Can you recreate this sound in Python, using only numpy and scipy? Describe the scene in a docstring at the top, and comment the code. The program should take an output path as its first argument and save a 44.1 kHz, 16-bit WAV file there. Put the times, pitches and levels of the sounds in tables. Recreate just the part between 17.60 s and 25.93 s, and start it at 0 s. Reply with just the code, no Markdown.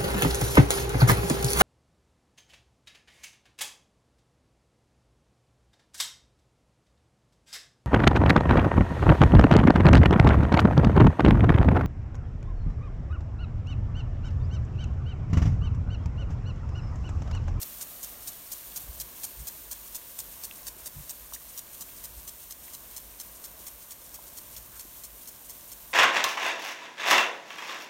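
"""An impact sprinkler waters a crop field: about four times a second its arm knocks into the hissing jet,
chops the water and knocks again, mirrored by the wet ground. Spray patters on leaves and a second
sprinkler ticks further off, over the low noise of open land. From 1.3 s light wind nudges the phone, and
from 2.9 s heavy drops land close by. As the walker carries the phone away, sprinkler and spray slowly
fade; from 5 s stray drops tick on the tall crop, and just after 7 s a leaf brushes past."""
import sys
import numpy as np
from scipy import signal
from scipy.fft import rfft, irfft
from scipy.io import wavfile
from scipy.ndimage import uniform_filter1d

SR = 44100
rng = np.random.default_rng(int(sys.argv[2]) if len(sys.argv) > 2 else 0)


def unload_wav(signal):
    """Save mono or channel-first audio to the path in sys.argv[1] as 16-bit WAV at rate SR, clipped to [-1, 1]."""
    wavfile.write(
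        sys.argv[1],
        SR,
        np.round(np.clip(np.atleast_2d(signal).T, -1, 1) * 32767).astype(np.int16),
    )


N = 367353
T = np.arange(N) / SR

# the walk away from the sprinkler: time_s, distance_m
WALK_PATH = [(0, 5.75), (.43, 6.18), (1.3, 6.72), (2.1, 6.89), (4.7, 8.42), (5.6, 8.52), (6.5, 9.17),
             (7.6, 8.68), (8.33, 8.87)]


def sprinkler_arm(knock_gain_db=2, splash_gain_db=-16.5, skirt_db=-10, dwell_s=.015):
    """The arm grazes the jet, knocks, throws water sideways, knocks again and lets the drops scatter."""
    # the two knocks of each stroke, entering and leaving the jet: start_s, entry_db, exit_db
    strokes = [(.016, -36.5, -32), (.212, -34, -42), (.431, -41, -45), (.674, -36, -46), (.918, -42, -47),
               (1.161, -37, -43), (1.401, -30.5, -36), (1.635, -32, -35), (1.871, -40, -38),
               (2.114, -39, -46), (2.348, -35, -39), (2.59, -29.5, -48), (2.837, -35, -37),
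               (3.069, -34, -31), (3.26, -37, -40), (3.495, -37, -45), (3.736, -35, -46), (3.977, -36, -38),
               (4.209, -41, -42), (4.44, -41, -52), (4.678, -36, -40), (4.909, -35, -37.5),
               (5.135, -42, -35), (5.365, -36, -42), (5.6, -34, -49), (5.841, -39, -47), (6.068, -41, -43),
               (6.308, -40, -48), (6.543, -41, -52), (6.771, -42, -36), (6.966, -35, -50),
               (7.195, -39.5, -42), (7.437, -41.5, -49), (7.675, -40, -50), (7.896, -47, -52),
               (8.118, -40, -42)]
    # tone of the metal knock: frequency_hz, relative_db
    knock_spectrum = [(400, -20), (1500, -11.5), (2600, -10.5), (4200, -2), (6300, 1), (9000, -3.5),
                      (12000, 0.5), (15500, -5)]
    # tone of the chopped water: frequency_hz, relative_db
    splash_spectrum = [(500, -13), (2000, -17), (3200, -11.5), (4500, -6), (6300, -0.5), (8700, 2),
                       (11500, -2), (14300, 3.5), (15700, -4)]
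    # the sideways splash weakens as the head turns away: time_s, gain_db
    head_turn = [(0, -1.5), (1.8, 0.7), (3.1, 0), (4.2, 0), (4.9, -4), (5.8, -1.5), (8.33, -5)]
    cling_s, rise_s, fall_s = .0011, .0018, .0061  # body of the splash
    graze_s, scatter_s = .016, .017  # its softer, longer skirt
    blows, water = np.zeros(N), np.zeros(N)
    for start_s, entry_db, exit_db in strokes:
        near = slice(max(int((start_s - .05) * SR), 0), int((start_s + .1) * SR))
        since_entry = T[near] - start_s
        since_exit = since_entry - dwell_s
        blows[near] += undb(entry_db) * knock(since_entry) + undb(exit_db) * knock(since_exit)
        before, after = np.maximum(-since_entry, 0), np.maximum(since_exit - cling_s, 0)
        body = np.exp(-before / rise_s - after / fall_s)
        skirt = undb(skirt_db) * np.exp(-before / graze_s - after / scatter_s)
        water[near] += np.maximum(body, skirt)
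    metal = colour(blows * rng.standard_normal(N), knock_spectrum)
    splash = colour(water * patter(per_second=14000, spread_db=3.5), splash_spectrum)
    splash_gain = undb(splash_gain_db + curve(head_turn)) * distance_gain()
    return undb(knock_gain_db) * metal + splash_gain * splash


def knock(t, cushion_s=.0013, fade_s=.0021):
    """Envelope of a blow at t = 0, its attack cushioned by water."""
    return np.exp(-np.maximum(-t, 0) / cushion_s - np.maximum(t, 0) / fade_s)


def ground_bounce(x, head_height_m=1.0, phone_height_m=1.4, dull_hz=11000, share_per_m=.076):
    """Wet soil returns a copy, sooner and stronger as the bounce flattens; leaves scatter its top."""
    distance_m = curve(WALK_PATH)
    lag_s = 2 * head_height_m * phone_height_m / distance_m / 343
    share = np.minimum(share_per_m * distance_m, 1)
    dulled = signal.sosfiltfilt(signal.butter(3, dull_hz, fs=SR, output="sos"), x)
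    echo = np.interp(T - lag_s, T, dulled)
    return (x + share * echo) / np.hypot(1, share)


def jet(gain_db=-27.5, flutter_db=.9, grain=.77):
    """The jet hisses and breaks into fine droplets; its level flutters a little."""
    # tone of the hiss: frequency_hz, relative_db
    jet_spectrum = [(1000, -25.5), (3000, -11.5), (5000, -11), (6700, -8), (8800, -4.5), (11000, -4.5),
                    (12500, -3.5), (14400, 1), (15700, -7)]
    hiss = unit(rng.standard_normal(N) + grain * patter(per_second=2700, spread_db=2.5))
    return colour(hiss, jet_spectrum) * distance_gain() * undb(gain_db + flutter_db * wander(rate_hz=25))


def turning_away(x, neutral_m=7.23, top_db_per_m=-.5, body_db_per_m=-.94):
    """As the sprinkler head turns away during the walk, its hiss and knocks sound duller and thinner."""
    extra_m = curve(WALK_PATH) - neutral_m
    top = signal.sosfiltfilt(signal.butter(2, 10500, "highpass", fs=SR, output="sos"), x)
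    body = resonate(x, hz=4450, width_hz=1100)
    return x + (undb(top_db_per_m * extra_m) - 1) * top + (undb(body_db_per_m * extra_m) - 1) * body


def spray(gain_db=-33, plop_db=-10, falloff=1.38):
    """Spray ticks on leaves and mud, larger drops ring the leaves briefly; the walk leaves it behind."""
    # tone of the fine ticks: frequency_hz, relative_db
    spray_spectrum = [(400, -25), (1000, -4), (1800, 1.5), (2200, -0.5), (3000, -3.5), (4500, -6),
                      (8000, -14), (15000, 0)]
    ticks = colour(patter(per_second=5000, spread_db=1), spray_spectrum)
    leaf_hz = np.geomspace(1200, 7000, num=8)
    plops = sum(resonate(patter(per_second=22, spread_db=3.5), hz, hz / 4) for hz in leaf_hz)
    return (ticks + undb(plop_db) * unit(plops)) * undb(gain_db) * distance_gain() ** falloff


def heavy_drops(all_splash_hz=5200):
    """Heavy drops and taps nearby: a few damped cycles, roughened by their splash."""
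    # close impacts: start_s, level_db, pitch_hz, fade_cycles
    impacts = [(2.9105, -30.5, 2750, 14), (3.1662, -36.5, 368, 3.7), (3.7232, -24, 1100, 2.8),
               (3.762, -35, 1880, 12), (5.082, -34, 2090, 8.5), (6.002, -41, 356, 3.7),
               (6.492, -35, 6000, 14), (6.589, -35, 940, 6.3), (6.955, -30, 2600, 4.4),
               (7.25, -38, 330, 3.8)]
    out, t = np.zeros(N), T[:2048]
    for start_s, level_db, pitch_hz, fade_cycles in impacts:
        cycles = t * pitch_hz
        envelope = (1 - np.exp(-cycles)) * np.exp(-2.5 * cycles / fade_cycles)
        ring = np.sin(2 * np.pi * cycles)
        splash = band(rng.standard_normal(len(t)), pitch_hz, width_hz=.55 * pitch_hz)
        share = min(pitch_hz / all_splash_hz, 1)  # higher drops are more splash than ring
        add(out, start_s, undb(level_db) * envelope * ((1 - share) * ring + share * splash))
    return out


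def far_sprinkler(gain_db=-51, scatter_db=1.6, period_s=.233, jitter_s=.008, dwell_s=.021, edge_s=.003):
    """A second sprinkler further off keeps its own pace: each stroke is a soft, short, blurred spatter."""
    # tone of the distant spatter: frequency_hz, relative_db
    spatter_spectrum = [(1500, -23), (3500, -7.5), (6000, 1.5), (8500, 7), (11000, 5), (15000, -8)]
    water = np.zeros(N)
    t = np.arange(-1024, 3072) / SR
    outside_jet_s = np.maximum(-t, 0) + np.maximum(t - dwell_s, 0)
    stroke = np.exp(-outside_jet_s / edge_s)
    for beat_s in np.arange(.16, N / SR, period_s):
        lateness, strength = rng.standard_normal(2)
        add(water, beat_s + jitter_s * lateness + t[0], undb(scatter_db * strength) * stroke)
    return undb(gain_db) * colour(water * patter(per_second=7800, spread_db=1), spatter_spectrum)


def wind(rock_hz=55.4, eddy_band_hz=(75, 150)):
    """Each puff rocks the air at the microphone port for a few uneven cycles, with finer eddies on top."""
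    # puffs of wind: centre_s, level_db, half_length_s, eddy_relative_db
    puffs = [(1.299, -38.5, 0.0081, -22), (1.361, -51, 0.089, -8), (1.808, -42, 0.022, -8),
             (3.386, -46.5, 0.021, 2.5), (3.667, -53.5, 0.057, -13), (4.52, -56.5, .12, -7),
             (4.582, -43.5, .01, -19), (7.019, -60.5, 0.16, -4.5)]
    out = np.zeros(N)
    wobble = .5 * wander(rate_hz=50)
    eddy_filter = signal.butter(3, eddy_band_hz, "bandpass", fs=SR, output="sos")
    eddies = unit(signal.sosfilt(eddy_filter, rng.standard_normal(N)))
    for centre_s, level_db, half_length_s, eddy_db in puffs:
        near = np.abs(T - centre_s) < 4 * half_length_s
        t = T[near] - centre_s
        swell = np.exp(-.5 * (t / half_length_s) ** 2)
        swing = np.sqrt(2) * np.sin(2 * np.pi * (rock_hz * t + rng.random()) + wobble[near])
        out[near] += undb(level_db) * swell * (swing + undb(eddy_db) * eddies[near])
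    return out


def leaf_brush(centre_s=7.16, half_length_s=.031, level_db=-59):
    """A leaf brushes past the walker in one grainy swish."""
    swish = band(patter(per_second=3200, spread_db=2.5), hz=1350, width_hz=700)
    return undb(level_db) * np.exp(-.5 * ((T - centre_s) / half_length_s) ** 2) * swish


def stray_drops(start_s=5.0, level_db=-70):
    """Once the walker nears the tall crop, stray drops tick on its leaves."""
    ticks = band(patter(per_second=25, spread_db=2.5), hz=6000, width_hz=2200)
    return undb(level_db) * ticks * (T > start_s)


def open_land(gain_db=1.48, waver_db=.81, echo_share=.33, drone_db=-63):
    """Far-off noise of the open land, hollowed by its reflection, with a low wavering drone."""
    # tone of the far-off noise: frequency_hz, relative_db
    land_spectrum = [(25, -6.5), (50, 7), (90, 1.5), (150, 1), (270, 5), (460, -3), (650, 0.55), (830, 0),
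                     (1040, -2), (1400, -5), (2100, -13), (5000, -20.5)]
    # slow drift of that noise and its reflection: time_s, gain_db, echo_delay_ms
    drift = [(0, -56, 1.68), (.7, -56.5, 1.72), (1.7, -57.5, 1.89), (4, -59, 1.85), (8.33, -58.5, 1.9)]
    air = colour(rng.standard_normal(N), land_spectrum)
    echo = np.interp(T - curve(drift, column=2) / 1000, T, air)
    drone = band(rng.standard_normal(N), hz=49.8, width_hz=11)
    air_gain = undb(gain_db + curve(drift) + waver_db * wander(rate_hz=4))
    return air_gain * (air + echo_share * echo) + undb(drone_db) * drone


def distance_gain():
    """Sound spreads out, so its amplitude falls with distance from the sprinkler."""
    return 1 / curve(WALK_PATH)


def undb(db):
    """Decibels to gain."""
    return 10 ** (np.asarray(db) / 20)


def unit(x):
    """Scale to rms 1."""
    return x / np.std(x)


def curve(rows, column=1):
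    """One column of a table, joined by straight lines in time."""
    rows = np.array(rows)
    return np.interp(T, rows[:, 0], rows[:, column])


def colour(x, spectrum, size=4096):
    """Minimum-phase EQ with the given spectrum; white noise keeps its power."""
    hz, db = np.transpose(spectrum)
    bins_hz = np.linspace(1, SR / 2, size // 2 + 1)
    gain = undb(np.interp(np.log(bins_hz), np.log(hz), db))
    cepstrum = irfft(np.log(gain))
    cepstrum[1:size // 2] *= 2
    cepstrum[size // 2 + 1:] = 0
    response = irfft(np.exp(rfft(cepstrum)))
    return signal.fftconvolve(x, response / np.linalg.norm(response))[:N]


def resonate(x, hz, width_hz):
    """One resonance, gain 1 at its centre."""
    return signal.lfilter(*signal.iirpeak(hz, hz / width_hz, fs=SR), x)


def band(x, hz, width_hz):
    """The same resonance twice, for steeper sides; rms 1."""
    return unit(resonate(resonate(x, hz, width_hz), hz, width_hz))


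def wander(rate_hz):
    """Smoothed random steps; spread 1."""
    hold = int(SR / rate_hz)
    steps = rng.standard_normal(2048)[np.arange(N) // hold % 2048]
    return unit(uniform_filter1d(uniform_filter1d(steps, hold), hold))


def patter(per_second, spread_db):
    """Random tiny impacts, a few much larger than the rest; rms 1."""
    hits = rng.random(N) < per_second / SR
    sizes = np.minimum(rng.exponential(size=N), 5)
    return unit(hits * undb(spread_db * sizes) * rng.choice([-1, 1], N))


def add(out, start_s, sound):
    """Mix a short sound in at start_s."""
    i = max(int(start_s * SR), 0)
    out[i:i + len(sound)] += sound[:max(N - i, 0)]


def scene():
    """All sources meet at one microphone."""
    sprinkler = turning_away(ground_bounce(sprinkler_arm()) + jet())
    water = sprinkler + far_sprinkler() + spray() + stray_drops() + heavy_drops()
    mono = water + leaf_brush() + open_land() + wind()
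    return np.array([mono, mono])


def record(dry):
    """The microphone port carves narrow dips into the treble; the phone cuts the top above 15.8 kHz."""
    # notches of the port: centre_hz, width_hz, gain_db
    port_dips = [(4940, 330, -3), (7690, 600, -4), (10460, 1120, -5.5)]
    for centre_hz, width_hz, gain_db in port_dips:
        dry = dry + (undb(gain_db) - 1) * resonate(dry, centre_hz, width_hz)
    return signal.sosfilt(signal.ellip(12, .1, 80, 15800, fs=SR, output="sos"), dry)


dry = scene()
out = record(dry)
unload_wav(out)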